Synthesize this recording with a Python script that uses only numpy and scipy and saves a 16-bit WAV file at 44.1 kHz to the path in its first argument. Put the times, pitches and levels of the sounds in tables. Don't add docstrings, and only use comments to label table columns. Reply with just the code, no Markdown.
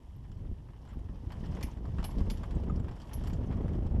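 import sys
import numpy as np
from scipy import signal
from scipy.fft import rfft, irfft
from scipy.io import wavfile
from scipy.ndimage import uniform_filter1d, map_coordinates

SR = 44100
rng = np.random.default_rng(int(sys.argv[2]) if len(sys.argv) > 2 else 0)


def unload_wav(signal):
    wavfile.write(
        sys.argv[1],
        SR,
        np.round(np.clip(np.atleast_2d(signal).T, -1, 1) * 32767).astype(np.int16),
    )


N = 4 * SR


def amp(db):
    return 10 ** (np.asarray(db) / 20)


def unit(x):
    return x / np.sqrt(np.mean(x ** 2) + 1e-20)


def curves(rows):
    times, *columns = np.transpose(rows)
    return [np.interp(np.arange(N) / SR, times, column) for column in columns]


def wobble(rate):
    knots = rng.standard_normal(int(N * rate / SR) + 4)
    return map_coordinates(knots, [np.arange(N) * rate / SR])


def coloured(x, spectrum, size=16384):
    hz, db = np.transpose(spectrum)
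    bins_hz = np.fft.rfftfreq(size, 1 / SR)
    gain = amp(np.interp(np.log(bins_hz + 1), np.log(hz + 1), db))
    cepstrum = irfft(np.log(gain))
    cepstrum[1:size // 2] *= 2
    cepstrum[size // 2 + 1:] = 0
    response = irfft(np.exp(rfft(cepstrum)))[:size // 2]
    return signal.fftconvolve(x, response / np.linalg.norm(response))[:N]


def varied(x, depth_db, count=36):
    hz = np.fft.rfftfreq(len(x), 1 / SR)
    ripple = np.interp(np.sqrt(hz / hz[-1]), np.linspace(0, 1, count), rng.standard_normal(count))
    return irfft(rfft(x) * unit(amp(depth_db * ripple)), len(x))


def add(track, start, sound):
    part = track[max(round(start * SR), 0):][:len(sound)]
    part += sound[:len(part)]


# time in seconds, relative level in dB.
ROLL_LEVELS = [(0, -71.5), (.55, -71.5), (.78, -70), (.88, -67), (1.0, -70), (1.27, -67.5), (1.36, -64),
               (1.56, -60.5), (1.7, -61), (1.8, -69.5), (1.95, -64.5), (2.12, -61.5), (2.42, -62.5),
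               (2.56, -62), (2.82, -70), (2.9, -66.5), (3.08, -62.5), (3.27, -60), (3.42, -65), (3.75, -65),
               (4.0, -71)]
# frequency in Hz, relative density in dB.
TYRE_SPECTRUM = [(200, -5.5), (500, 7.5), (950, 13.5), (1400, -1), (1800, 2.5), (2400, -4.5), (3100, 1),
                 (4100, -9.5), (5500, -6), (6400, -13), (9000, -18), (12000, -20), (14000, -33)]

def tyres(grains_per_s=260, grain_t60=0.026):
    roll_db, = curves(ROLL_LEVELS)
    hiss = unit(coloured(rng.standard_normal(N), TYRE_SPECTRUM)) * amp(0.8 * wobble(24.64))
    power_decay = amp(-60 * np.arange(SR // 20) / SR / grain_t60) ** 2
    borders_hz = [1300, 3800, 6500]
    band = np.searchsorted(borders_hz, np.fft.rfftfreq(N, 1 / SR))
    crunch = np.zeros(N)
    for k in range(len(borders_hz) + 1):
        grain_db = np.minimum(rng.exponential(size=N), 4)
        grains = amp(grain_db) * (rng.random(N) < grains_per_s / SR)
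        power = np.abs(signal.fftconvolve(grains ** 2, power_decay)[:N])
        bursts = unit(np.sqrt(power)) * rng.standard_normal(N)
        crunch += irfft(rfft(bursts) * (band == k), N)
    clumps = amp(2.4 * wobble(70))
    crunch = unit(coloured(crunch * clumps, TYRE_SPECTRUM))
    return amp(roll_db) * (amp(-1.5) * hiss + amp(0.5) * crunch)


# start in seconds, relative level in dB.
BUMPS = [(0.166, -37.5), (0.309, -39), (.514, -24), (.927, -34), (.971, -23.5), (1.095, -26.5),
         (1.264, -34.5), (1.408, -23.5), (1.492, -21), (1.519, -25), (1.641, -24), (1.993, -18.5),
         (2.168, -19), (2.212, -18), (2.284, -21), (2.313, -21.5), (2.371, -29.5), (2.547, -24),
         (2.72, -20.5), (2.761, -18), (2.802, -24), (3.18, -27.5), (3.328, -25.5), (3.385, -25),
         (3.497, -28), (3.521, -36), (3.851, -21), (3.948, -22.5), (3.981, -16.5)]
# nominal frequency in Hz, relative level in dB, T60 in seconds.
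BODY_MODES = [(58.8, 2, 0.061), (125, -3.5, .04), (189.8, -1.5, 0.035), (306, -9, 0.017)]

def thuds(rise_s=0.0034):
    out, t = np.zeros(N), np.arange(SR // 5) / SR
    for start, db in BUMPS:
        body = np.zeros(len(t))
        for hz, mode_db, t60 in BODY_MODES:
            detune = np.exp(0.15 * rng.normal())
            body += amp(mode_db - 60 * t / t60) * np.sin(2 * np.pi * hz * detune * t)
        add(out, start, amp(db) * (1 - np.exp(-t / rise_s)) * body)
    return out


def clatter(rise_s, t60, tail_db, tail_t60, bounce_s=0.007, loss_db=7):
    t = np.arange(SR // 4) / SR
    contacts = bounce_s * np.cumsum(np.r_[0, rng.uniform(0.5, 1.5, 2)])
    power = amp(tail_db - 60 * t / tail_t60) ** 2
    for k, start in enumerate(contacts):
        power += (t >= start) * amp(-loss_db * k - 60 * abs(t - start) / t60) ** 2
    return np.sqrt(power) * (1 - np.exp(-t / rise_s)) * rng.standard_normal(len(t))


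def mode(t, hz, db, t60, width_hz=96):
    wander = np.cumsum(rng.standard_normal(len(t))) * np.sqrt(2 * np.pi * width_hz / SR)
    envelope = amp(db + rng.normal() - 60 * t / t60)
    return envelope * np.sin(2 * np.pi * (hz * t + rng.random()) + wander)


# start in seconds, relative levels of hit and steel ring in dB,
# ring pitch in Hz, its swell in seconds, a factor on its decay time.
IMPACTS = [(1.627, -38.5, -46, 11000, 0.0057, 0.78), (2.0404, -38, -42, 11150, 0.0085, 1),
           (2.2991, -39.5, -46.5, 11000, 0.013, 0.88), (3.1312, -47.5, -43, 11200, 0.0076, 0.72)]
# frequency in Hz, relative density in dB.
IMPACT_SPECTRUM = [(200, -19), (800, 2), (1400, -4.5), (2200, -5), (2550, -7.5), (3100, -5.5), (3900, -8.5),
                   (4800, -5.5), (5900, -4), (6800, -9.5), (9000, -16.5), (12500, -19), (15000, -20)]
# frequency in Hz, relative level in dB, T60 in seconds.
FRAME_MODES = [(2278, -11, 0.047), (3120, -11.5, 0.037), (3510, -8, 0.045), (4330, -3, 0.032),
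               (5370, -10, .035), (5900, -10, 0.042), (8600, -24, .035)]
# ratio to ring pitch, relative level in dB, nominal T60 in seconds.
STEEL_MODES = [(0.953, -17, .13), (.974, -6, 0.12), (.99, -8.5, 0.17), (1.002, -1.5, 0.17),
               (1.009, -16, 0.2), (1.026, -11, .14), (1.046, -4, .12), (1.09, -6, 0.1), (1.17, -14, .06)]

def clacks(rise_s=0.002):
    hits, rings = np.zeros((2, N))
    t = np.arange(SR // 3) / SR
    for start, db, ring_db, hz, swell_s, stretch in IMPACTS:
        contact = clatter(rise_s, t60=0.046, tail_db=-15, tail_t60=0.24)
        add(hits, start, amp(db) * varied(contact, depth_db=5))
        frame = sum(mode(t, *row) for row in FRAME_MODES)
        add(rings, start, amp(db) * frame * (1 - np.exp(-t / rise_s)))
        steel = sum(mode(t, hz * ratio, level, t60 * stretch) for ratio, level, t60 in STEEL_MODES)
        add(rings, start, amp(ring_db) * steel * (1 - np.exp(-(t / swell_s) ** 2)))
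    return coloured(hits, IMPACT_SPECTRUM) + rings


# start in seconds, relative levels of knock and tick in dB.
TAPS = [(0.245, -59, -84), (0.316, -61, -62.5), (.448, -59, -83), (.514, -81, -71), (.686, -57, -86),
        (0.733, -58, -88), (0.851, -61, -64), (.874, -56.5, -68), (0.89, -59.5, -67), (.905, -57, -64.5),
        (.93, -55, -73), (1.013, -78, -86), (1.087, -56, -79), (1.303, -46, -61), (1.319, -44.5, -54),
        (1.437, -47, -64), (1.458, -56, -55.5), (1.549, -67, -57), (1.568, -44.5, -68), (1.609, -43, -53.5),
        (1.713, -76, -62), (1.771, -55, -66), (1.853, -49.5, -61.5), (1.984, -38, -57), (2.0, -48, -60),
        (2.027, -45, -54), (2.111, -52, -55), (2.183, -64, -52.5), (2.205, -47, -56), (2.299, -57, -49),
        (2.372, -73, -54), (2.433, -43.5, -52), (2.508, -47, -54.5), (2.635, -67, -56.5),
        (2.758, -59, -57.5), (2.796, -53, -64), (2.843, -51.5, -64), (2.883, -45, -60), (2.911, -50, -60),
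        (2.963, -54, -62), (2.999, -52, -57), (3.017, -62, -54.5), (3.071, -74, -62), (3.112, -46, -69),
        (3.237, -48, -51), (3.256, -49.5, -58.5), (3.271, -46.5, -49.5), (3.297, -46.5, -55),
        (3.331, -55, -52), (3.435, -56, -79), (3.51, -44.5, -70), (3.524, -44.5, -62.5),
        (3.68, -48.5, -57.5), (3.575, -63, -73), (3.733, -53.5, -60.5), (3.864, -72, -61),
        (3.91, -64, -72.5), (3.957, -51.5, -71)]
# frequency in Hz, relative density in dB.
KNOCK_SPECTRUM = [(200, -9), (600, 4), (1000, 6), (1400, 0.5), (1800, -0.5), (2400, -8), (3100, -8),
                  (4200, -21.5), (5500, -31.5), (8000, -46), (14000, -49)]
TICK_SPECTRUM = [(1000, -31), (2200, -13), (3100, 7), (3800, -7), (4500, 0), (5500, -1), (6400, -10.5),
                 (7300, -4), (8500, -13), (12000, -16), (14500, -29)]

def rattles(rise_s=0.0012):
    knocks, ticks = np.zeros((2, N))
    for start, knock_db, tick_db in TAPS:
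        knock = clatter(rise_s, t60=0.021, tail_db=-9.5, tail_t60=0.12)
        add(knocks, start, amp(knock_db + 2.5) * varied(knock, depth_db=2))
        tick = clatter(rise_s, t60=0.024, tail_db=-10.5, tail_t60=0.08)
        add(ticks, start, amp(tick_db + 1) * varied(tick, depth_db=2.5))
    return coloured(knocks, KNOCK_SPECTRUM) + coloured(ticks, TICK_SPECTRUM)


# start in seconds, level in dB, pitch in Hz.
STONES_AND_ROOTS = [(1.684, -39.5, 945), (2.091, -38.5, 943), (2.697, -33.5, 1245)]

def pocks(rise_s=0.0019, t60=0.04, waver=0.035):
    tones, grit = np.zeros((2, N))
    t = np.arange(SR // 5) / SR
    for start, db, hz in STONES_AND_ROOTS:
        cycles = np.cumsum(hz * (1 + waver * wobble(820)[:len(t)])) / SR
        envelope = amp(db - 60 * t / t60) * (1 - np.exp(-t / rise_s))
        add(tones, start, envelope * np.sin(2 * np.pi * cycles))
        add(grit, start, 0.2 * envelope * rng.standard_normal(len(t)))
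    return tones + coloured(grit, KNOCK_SPECTRUM)


# start in seconds, level in dB, centre frequency in Hz.
LINK_CONTACTS = [(.16, -71, 12000), (.886, -66.5, 7190), (.936, -73, 12200), (1.319, -68, 11900),
                 (1.547, -63, 6300), (1.712, -62, 6000), (2.182, -61, 5600), (2.55, -64.5, 7200),
                 (2.695, -65.5, 7100), (2.76, -59.5, 5380), (2.796, -64, 7200), (3.014, -55.5, 4490),
                 (3.236, -64, 4480), (3.271, -61, 11800), (3.281, -60, 11600), (3.295, -67, 11900),
                 (3.333, -59, 7000), (3.462, -66, 6130), (3.865, -69, 5250)]

def clinks(count=9, spread=0.049, rise_s=0.0015, t60=0.052):
    out, t = np.zeros(N), np.arange(SR // 8) / SR
    for start, db, hz in LINK_CONTACTS:
        partials_hz = hz * (1 + spread * rng.standard_normal((count, 1)))
        cycles = partials_hz * t + rng.random((count, 1))
        ring = unit(np.sin(2 * np.pi * cycles).sum(0))
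        add(out, start, amp(db - 60 * t / t60) * (1 - np.exp(-t / rise_s)) * ring)
    return out


# time in seconds, relative levels of buffeting and rush in dB.
WIND_LEVELS = [(0.0, -55, -55.5), (0.09, -46.5, -61.5), (0.2, -46, -62.5), (0.42, -41, -53),
               (0.52, -37, -53.5), (0.54, -46, -57.5), (0.89, -48.5, -57.5), (0.97, -40.5, -53),
               (1.24, -43.5, -51), (1.27, -36.5, -57), (1.31, -44, -49.5), (1.53, -34.5, -46.5),
               (1.57, -42.5, -44), (1.67, -37.5, -47), (1.7, -45.5, -51), (1.8, -38, -46.5),
               (1.98, -34.5, -45), (2.12, -39.5, -48.5), (2.18, -32, -39.5), (2.46, -39, -49.5),
               (2.57, -31, -40), (2.65, -35.5, -42.5), (2.76, -31, -38), (3.06, -49, -51.5),
               (3.17, -36, -45), (3.42, -31.5, -40.5), (3.46, -38.5, -41.5), (3.51, -32, -38.5),
               (3.6, -34, -39), (4.0, -29.5, -40)]
# frequency in Hz, relative density in dB.
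BUFFET_SPECTRUM = [(10, -19.5), (25, -3.5), (45, 2), (80, -0.5), (130, -7.5), (200, -17.5), (400, -32.5),
                   (900, -89.5)]
RUSH_SPECTRUM = [(60, -35.5), (120, -4.5), (180, 0), (280, -6), (450, -12), (700, -20), (1000, -26.5),
                 (1500, -37.5), (3000, -46), (8000, -82.5)]

def wind():
    buffet_db, rush_db = curves(WIND_LEVELS)
    eddies = wobble(70)
    rumble = unit(coloured(rng.standard_normal(N), BUFFET_SPECTRUM)) * amp(2.4 * eddies)
    local_power = np.abs(uniform_filter1d(rumble ** 2, size=2600))
    buffet = rumble / np.sqrt(local_power + 1e-3)
    rush = unit(coloured(rng.standard_normal(N), RUSH_SPECTRUM))
    rush = unit(rush * amp(1.9 * eddies + 2.2 * wobble(130)))
    return amp(buffet_db + 0.5) * buffet + amp(rush_db - 0.5) * rush


# frequency in Hz, relative density in dB.
AIR_SPECTRUM = [(500, -9.5), (3000, -4), (7000, -7.5), (12000, -7), (14000, -22)]

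def air():
    return amp(-83) * coloured(rng.standard_normal(N), AIR_SPECTRUM)


def scene():
    bike = tyres() + thuds() + clacks() + rattles() + pocks() + clinks()
    return (bike + wind() + air())[None]


def record(dry):
    highpass = signal.butter(1, 12, "highpass", fs=SR, output="sos")
    lowpass = signal.cheby2(14, 60, 15800, fs=SR, output="sos")
    from_edge = np.minimum(np.arange(N), np.arange(N)[::-1])
    fade = np.minimum(1, from_edge / (0.002 * SR))
    return signal.sosfiltfilt(lowpass, signal.sosfilt(highpass, dry) * fade)


dry = scene()
out = record(dry)
unload_wav(out)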